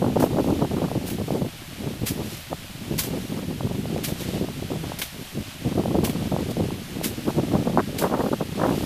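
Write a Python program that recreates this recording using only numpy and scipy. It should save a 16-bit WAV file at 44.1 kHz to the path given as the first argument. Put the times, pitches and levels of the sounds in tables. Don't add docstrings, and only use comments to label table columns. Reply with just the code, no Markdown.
import sys
import numpy as np
from scipy import signal
from scipy.fft import rfft, irfft, next_fast_len
from scipy.io import wavfile
from scipy.ndimage import map_coordinates

SR = 44100
rng = np.random.default_rng(int(sys.argv[2]) if len(sys.argv) > 2 else 0)


def generate_wav(sig):
    pcm = np.round(np.clip(np.atleast_2d(sig).T, -1, 1) * 32767).astype(np.int16)
    wavfile.write(sys.argv[1], SR, pcm)


N = 390285

# start_s, level_db, rise_s, twig_db, trail_delay_s, trail_level_db, trail_twig_db, lift_level_db
STROKES = [(.191, -31.5, .012, -2, 0.027, -32.5, -2, -46), (1.047, -34, 0.034, -6, 0.049, -35.5, 4, -47),
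           (2.054, -25.5, .016, 1, 0.021, -27.5, -14, -41), (2.975, -20, 0.018, -7, 0.056, -29.5, -5, -47),
           (4.03, -25, 0.017, -2, 0.049, -36, 4, -44.5), (4.984, -29, 0.0069, -1, 0.029, -28, 9, -48),
           (6.034, -27, 0.015, 2, 0.056, -41, 11.5, -54), (7.027, -23.5, .017, -2, 0.02, -32, -14, -47.5),
           (7.979, -27.5, 0.0096, -1.5, 0.028, -33, -8, -48)]
# pitch_hz, relative_db
LEAF_TONE = [(300, -2), (1000, -1), (2500, 4), (4000, 6), (6000, 4.5), (9500, 4.5), (12500, 8.5),
             (14500, 0), (15500, 7)]
TWIG_TONE = [(150, -15), (600, -3), (1300, -7), (2300, 5), (3600, 0.5), (6000, -9), (12000, -14),
             (15500, -28)]

def slaps(leaf_gain_db=1, twig_gain_db=-6, twig_fade_s=0.081):
    leaf_power, twig_power = np.zeros((2, N + SR))
    t = np.arange(SR // 2) / SR
    for start_s, level_db, rise_s, twig_db in landings():
        leaf_fade_s = 0.15 * 2 ** ((-18 - level_db) / 31)
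        attack = np.minimum(t / rise_s, 1) ** 1.5
        since_peak = np.maximum(t - rise_s, 0)
        at = round(start_s * SR) + np.arange(len(t))
        leaf_power[at] += (attack * amp(level_db - 60 * since_peak / leaf_fade_s)) ** 2
        twig_power[at] += (attack * amp(level_db + twig_db - 60 * since_peak / twig_fade_s)) ** 2
    leaves = np.sqrt(leaf_power[:N]) * crackle(LEAF_TONE, per_second=12000, spread_db=6)
    twigs = np.sqrt(twig_power[:N]) * crackle(TWIG_TONE, per_second=3600, spread_db=4)
    return amp(leaf_gain_db) * leaves + amp(twig_gain_db) * twigs

def landings(trail_rise_s=0.0062):
    for start_s, level_db, rise_s, twig_db, delay_s, trail_db, trail_twig_db, _ in STROKES:
        yield start_s, level_db, rise_s, twig_db
        yield start_s + delay_s, trail_db, trail_rise_s, trail_twig_db

# peak_s, level_db, half_length_s
SWISHES = [(4.212, -37.5, .022), (6.51, -40, 0.0087), (8.812, -42.5, 0.13)]
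# pitch_hz, relative_db
BRUSH_TONE = [(500, -5), (1500, -13), (3500, -3.5), (6000, -8.5), (9500, -12), (12500, -6.5), (15500, -20)]

def rustles(lift_after_s=0.27, lift_half_s=0.078):
    lifts = [(start_s + lift_after_s, lift_db, lift_half_s) for start_s, *_, lift_db in STROKES]
    return np.sqrt(swells(lifts + SWISHES)) * crackle(BRUSH_TONE, per_second=11000, spread_db=9.5)

# peak_s, level_db, twig_db
SNAPS = [(3.001, -38, -14), (3.98, -50, 19), (6.098, -32, -8), (8.03, -32, -6)]

def snaps(half_length_s=0.00074):
    leaf = np.sqrt(swells([(s, db, half_length_s) for s, db, _ in SNAPS]))
    twig = np.sqrt(swells([(s, db + twig_db, half_length_s) for s, db, twig_db in SNAPS]))
    return leaf * noise(LEAF_TONE) + twig * noise(TWIG_TONE)

# pitch_hz, fade_s
ECHO_FADES = [(200, 0.27), (2000, 0.21), (12000, 0.24)]

def park_echo(sound):
    hz, t, bands = signal.stft(rng.standard_normal(SR // 2), SR, nperseg=256)
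    fade = amp(-60 * t / at_pitch(ECHO_FADES, hz)[:, None])
    _, tail = signal.istft(bands * fade, SR, nperseg=256)
    return signal.fftconvolve(sound, tail / np.linalg.norm(tail))[:N]

# time_s, relative_db
GUSTS = [(0, -25), (.6, -28.5), (1.13, -30.5), (1.42, -25), (1.52, -44.5), (1.78, -39.5), (2.32, -35.5),
         (2.41, -45), (2.78, -36.5), (2.95, -32.5), (3.25, -32), (3.7, -30.5), (4.45, -32.5), (4.92, -32.5),
         (5.1, -47), (5.55, -43), (5.78, -26.5), (6.66, -30), (6.83, -35.5), (7.2, -33), (7.6, -26.5),
         (7.9, -33), (8.5, -33), (8.8, -26)]
# peak_s, relative_db, half_length_s, cutoff_hz
BLASTS = [(0.065, -19.5, 0.038, 317), (0.168, -12.5, 0.0056, 330), (0.234, -15.5, 0.021, 527),
          (0.386, -18, 0.017, 340), (0.508, -22, 0.038, 287), (0.627, -18, .02, 348),
          (0.8, -24, 0.068, 370), (0.965, -21, 0.014, 268), (1.36, -25, 0.023, 380),
          (1.864, -28, 0.028, 280), (2.028, -21, 0.011, 168), (2.119, -27, 0.013, 200),
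          (2.194, -26, 0.023, 348), (2.525, -23.5, 0.0095, 296), (2.935, -23.5, 0.031, 218),
          (3.13, -25.5, 0.017, 350), (3.381, -27, 0.011, 520), (3.652, -16.5, 0.0063, 165),
          (3.787, -23, 0.012, 160), (3.923, -25.5, 0.026, 240), (4.125, -20.5, 0.0058, 142),
          (4.357, -24, 0.023, 307), (4.429, -24, 0.013, 190), (4.732, -26, 0.026, 390),
          (4.847, -27.5, 0.011, 420), (5.205, -38, 0.036, 243), (5.379, -26.5, 0.027, 170),
          (5.673, -22, 0.018, 192), (5.785, -17.5, 0.017, 270), (5.99, -21.5, 0.046, 260),
          (6.331, -18.5, 0.012, 290), (6.609, -23.5, 0.028, 247), (7.037, -28, 0.066, 280),
          (7.282, -19.5, 0.013, 400), (7.389, -16, 0.017, 270), (7.547, -14, 0.015, 460),
          (7.674, -22.5, 0.016, 288), (7.792, -15.5, 0.011, 610), (8.038, -17, 0.026, 635),
          (8.136, -20.5, 0.026, 524), (8.203, -17.5, .014, 497), (8.261, -23, 0.022, 450),
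          (8.334, -13.5, 0.005, 550), (8.417, -21.5, 0.0097, 460), (8.64, -20, 0.037, 574),
          (8.696, -21, .025, 420)]
# peak_s, relative_db
LOUD_FLAPS = [(.026, -9.5), (.064, -15), (.167, -5), (.241, -2.5), (.445, -16), (.487, -14), (.649, -14),
              (.82, -10), (.916, -12.5), (1.307, -9), (2.53, -11.5), (3.609, -15.5), (3.857, -18),
              (3.963, -17), (4.413, -11.5), (4.92, -15), (5.859, -10), (5.954, -10.5), (6.037, -15),
              (6.365, -9.5), (6.57, -13), (7.014, -15.5), (7.305, -15), (7.775, -0.5), (7.794, -8),
              (7.802, -8), (8.317, -10), (8.409, -9.5), (8.662, -6.5)]

def wind(gust_gain_db=-3, calm_db=-55, blast_gain_db=-3, flap_gain_db=-2):
    level_db = level_curve(GUSTS)
    lump_db = 2 * wobble(per_second=45)
    flutter_db = 3 * wobble(per_second=150)
    lumps = amp(np.minimum(lump_db + flutter_db, 6.5))
    gust_power = (amp(level_db + gust_gain_db) ** 2 + amp(calm_db) ** 2) * lumps ** 2
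    gust_cutoff_hz = 178 * 2 ** ((level_db + 31.5) / 19) * lumps ** 0.69
    flutter = amp(np.minimum(flutter_db, 4))
    blast_scale = (amp(blast_gain_db) * flutter) ** 2
    power = gust_power + blast_scale * swells([(s, db, half) for s, db, half, _ in BLASTS])
    weighted_cutoffs = sum(hz * swells([(s, db, half)]) for s, db, half, hz in BLASTS)
    blast_pull = blast_scale * flutter ** 0.53 * weighted_cutoffs
    cutoff_hz = (gust_power * gust_cutoff_hz + blast_pull) / power
    flow = np.sqrt(power) * swirls(np.clip(cutoff_hz, 90, 800))
    loud_flaps = amp(flap_gain_db) * flaps(LOUD_FLAPS)
    return diaphragm(flow + loud_flaps + small_flaps(gust_power))

# pitch_hz, relative_db
SWIRL_TONE = [(15, -26), (40, -11), (90, -2.5), (180, -3.5), (260, -0.5), (400, 0), (650, -0.5),
              (1200, 0.5), (1800, -1.5), (3000, -21), (5000, -35)]

def swirls(cutoff_hz, bass_ratio=0.41):
    size = next_fast_len(N)
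    log_pitch = np.log(np.fft.rfftfreq(size, 1 / SR) + 1)
    spectrum = rfft(noise(SWIRL_TONE), size)
    centres_hz = np.geomspace(35, 3500, 12)
    flow, power = np.zeros((2, N))
    for hz, share in zip(centres_hz, np.eye(len(centres_hz))):
        band = irfft(spectrum * np.interp(log_pitch, np.log(centres_hz), share), size)[:N]
        gain = np.exp(-hz / cutoff_hz) * hz / np.hypot(hz, bass_ratio * cutoff_hz)
        flow += gain * band
        power += gain ** 2 * np.var(band)
    return unit(flow / np.sqrt(power))

def flaps(rows, pitch_hz=590, pitch_spread=0.2, rise_cycles=0.66):
    peak_s, level_db = np.transpose(rows)[:, :, None]
    hz = pitch_hz * np.exp(pitch_spread * rng.standard_normal(peak_s.shape))
    t = np.arange(SR // 50) / SR
    rise_s = rise_cycles / hz
    envelope = (t / rise_s * np.exp(1 - t / rise_s)) ** 3
    kicks = amp(level_db) * envelope * np.sin(2 * np.pi * (hz * t + rng.random(peak_s.shape)))
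    at = (np.maximum(peak_s - rise_s, 0) * SR).astype(int) + np.arange(len(t))
    return np.bincount(at.ravel(), kicks.ravel(), N)[:N]

def small_flaps(gust_power, per_second=8, above_gust_db=5.5):
    at = np.flatnonzero(rng.random(N) < per_second / SR)
    level_db = 10 * np.log10(gust_power[at]) + above_gust_db
    return flaps(np.column_stack([at / SR, level_db]))

def diaphragm(pressure, low_cut_hz=35, ring_hz=180, ring_share=0.86):
    motion = signal.lfilter(*signal.butter(1, low_cut_hz, "high", fs=SR), pressure)
    ring = signal.lfilter(*signal.iirpeak(ring_hz, Q=1.66, fs=SR), motion)
    return motion + ring_share * ring

# time_s, relative_db
TREE_LEVELS = [(0.0, -45), (2.64, -43.5), (3.89, -45), (4.24, -42), (4.66, -43.5), (8.63, -43.5),
               (8.85, -42)]
# pitch_hz, relative_db
TREE_TONE = [(300, -43), (700, -5.5), (1500, -3), (2200, -1.5), (3000, 0), (4200, -3.5), (6500, -9),
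             (10000, -12), (15000, -21)]

def trees(gain_db=1.5, sway_db=0.64):
    level_db = level_curve(TREE_LEVELS) + gain_db + sway_db * wobble(per_second=12)
    return amp(level_db) * crackle(TREE_TONE, per_second=14000, spread_db=3.5)

# pitch_hz, relative_db
AIR_TONE = [(30, 24.5), (90, 24), (250, -26), (600, 18.5), (1500, -3), (6000, -8), (9500, 2), (12500, 7.5),
            (14200, 2), (15500, -24)]

def air(level_db=-47):
    return amp(level_db) * noise(AIR_TONE)

def crackle(tone, per_second, spread_db):
    struck = rng.random(N) < per_second / SR
    sizes = amp(spread_db * np.clip(rng.standard_normal(N), -2, 2))
    return with_tone(struck * sizes * rng.choice([-1, 1], N), tone)

def noise(tone):
    return with_tone(rng.standard_normal(N), tone)

def with_tone(sound, tone):
    size = next_fast_len(N + 8192)
    gains = amp(at_pitch(tone, np.fft.rfftfreq(size, 1 / SR)))
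    return unit(irfft(rfft(sound, size) * gains, size)[:N])

def swells(rows):
    power, t = np.zeros(N), clock()
    for peak_s, level_db, half_s in rows:
        near = slice(*np.searchsorted(t, [peak_s - 4 * half_s, peak_s + 4 * half_s]))
        power[near] += amp(level_db) ** 2 * np.exp(-((t[near] - peak_s) / half_s) ** 2)
    return power

def wobble(per_second):
    points = rng.standard_normal(int(N * per_second / SR) + 4)
    return unit(map_coordinates(points, [clock() * per_second]))

def level_curve(rows):
    return np.interp(clock(), *np.transpose(rows))

def at_pitch(rows, hz):
    pitches_hz, values = np.transpose(rows)
    return np.interp(np.log(hz + 1), np.log(pitches_hz), values)

def clock():
    return np.arange(N) / SR

def amp(db):
    return 10 ** (np.asarray(db) / 20)

def unit(x):
    return x / np.sqrt(np.mean(x ** 2) + 1e-20)

def scene(echo_db=-12):
    branch = slaps() + rustles() + snaps()
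    return (branch + amp(echo_db) * park_echo(branch) + trees() + air() + wind())[None]

def record(dry):
    top_hz = 15450
    size = next_fast_len(N + 8192)
    kept = np.fft.rfftfreq(size, 1 / SR) < top_hz
    return irfft(rfft(dry, size) * kept, size)[:, :N]

dry = scene()
out = record(dry)
generate_wav(out)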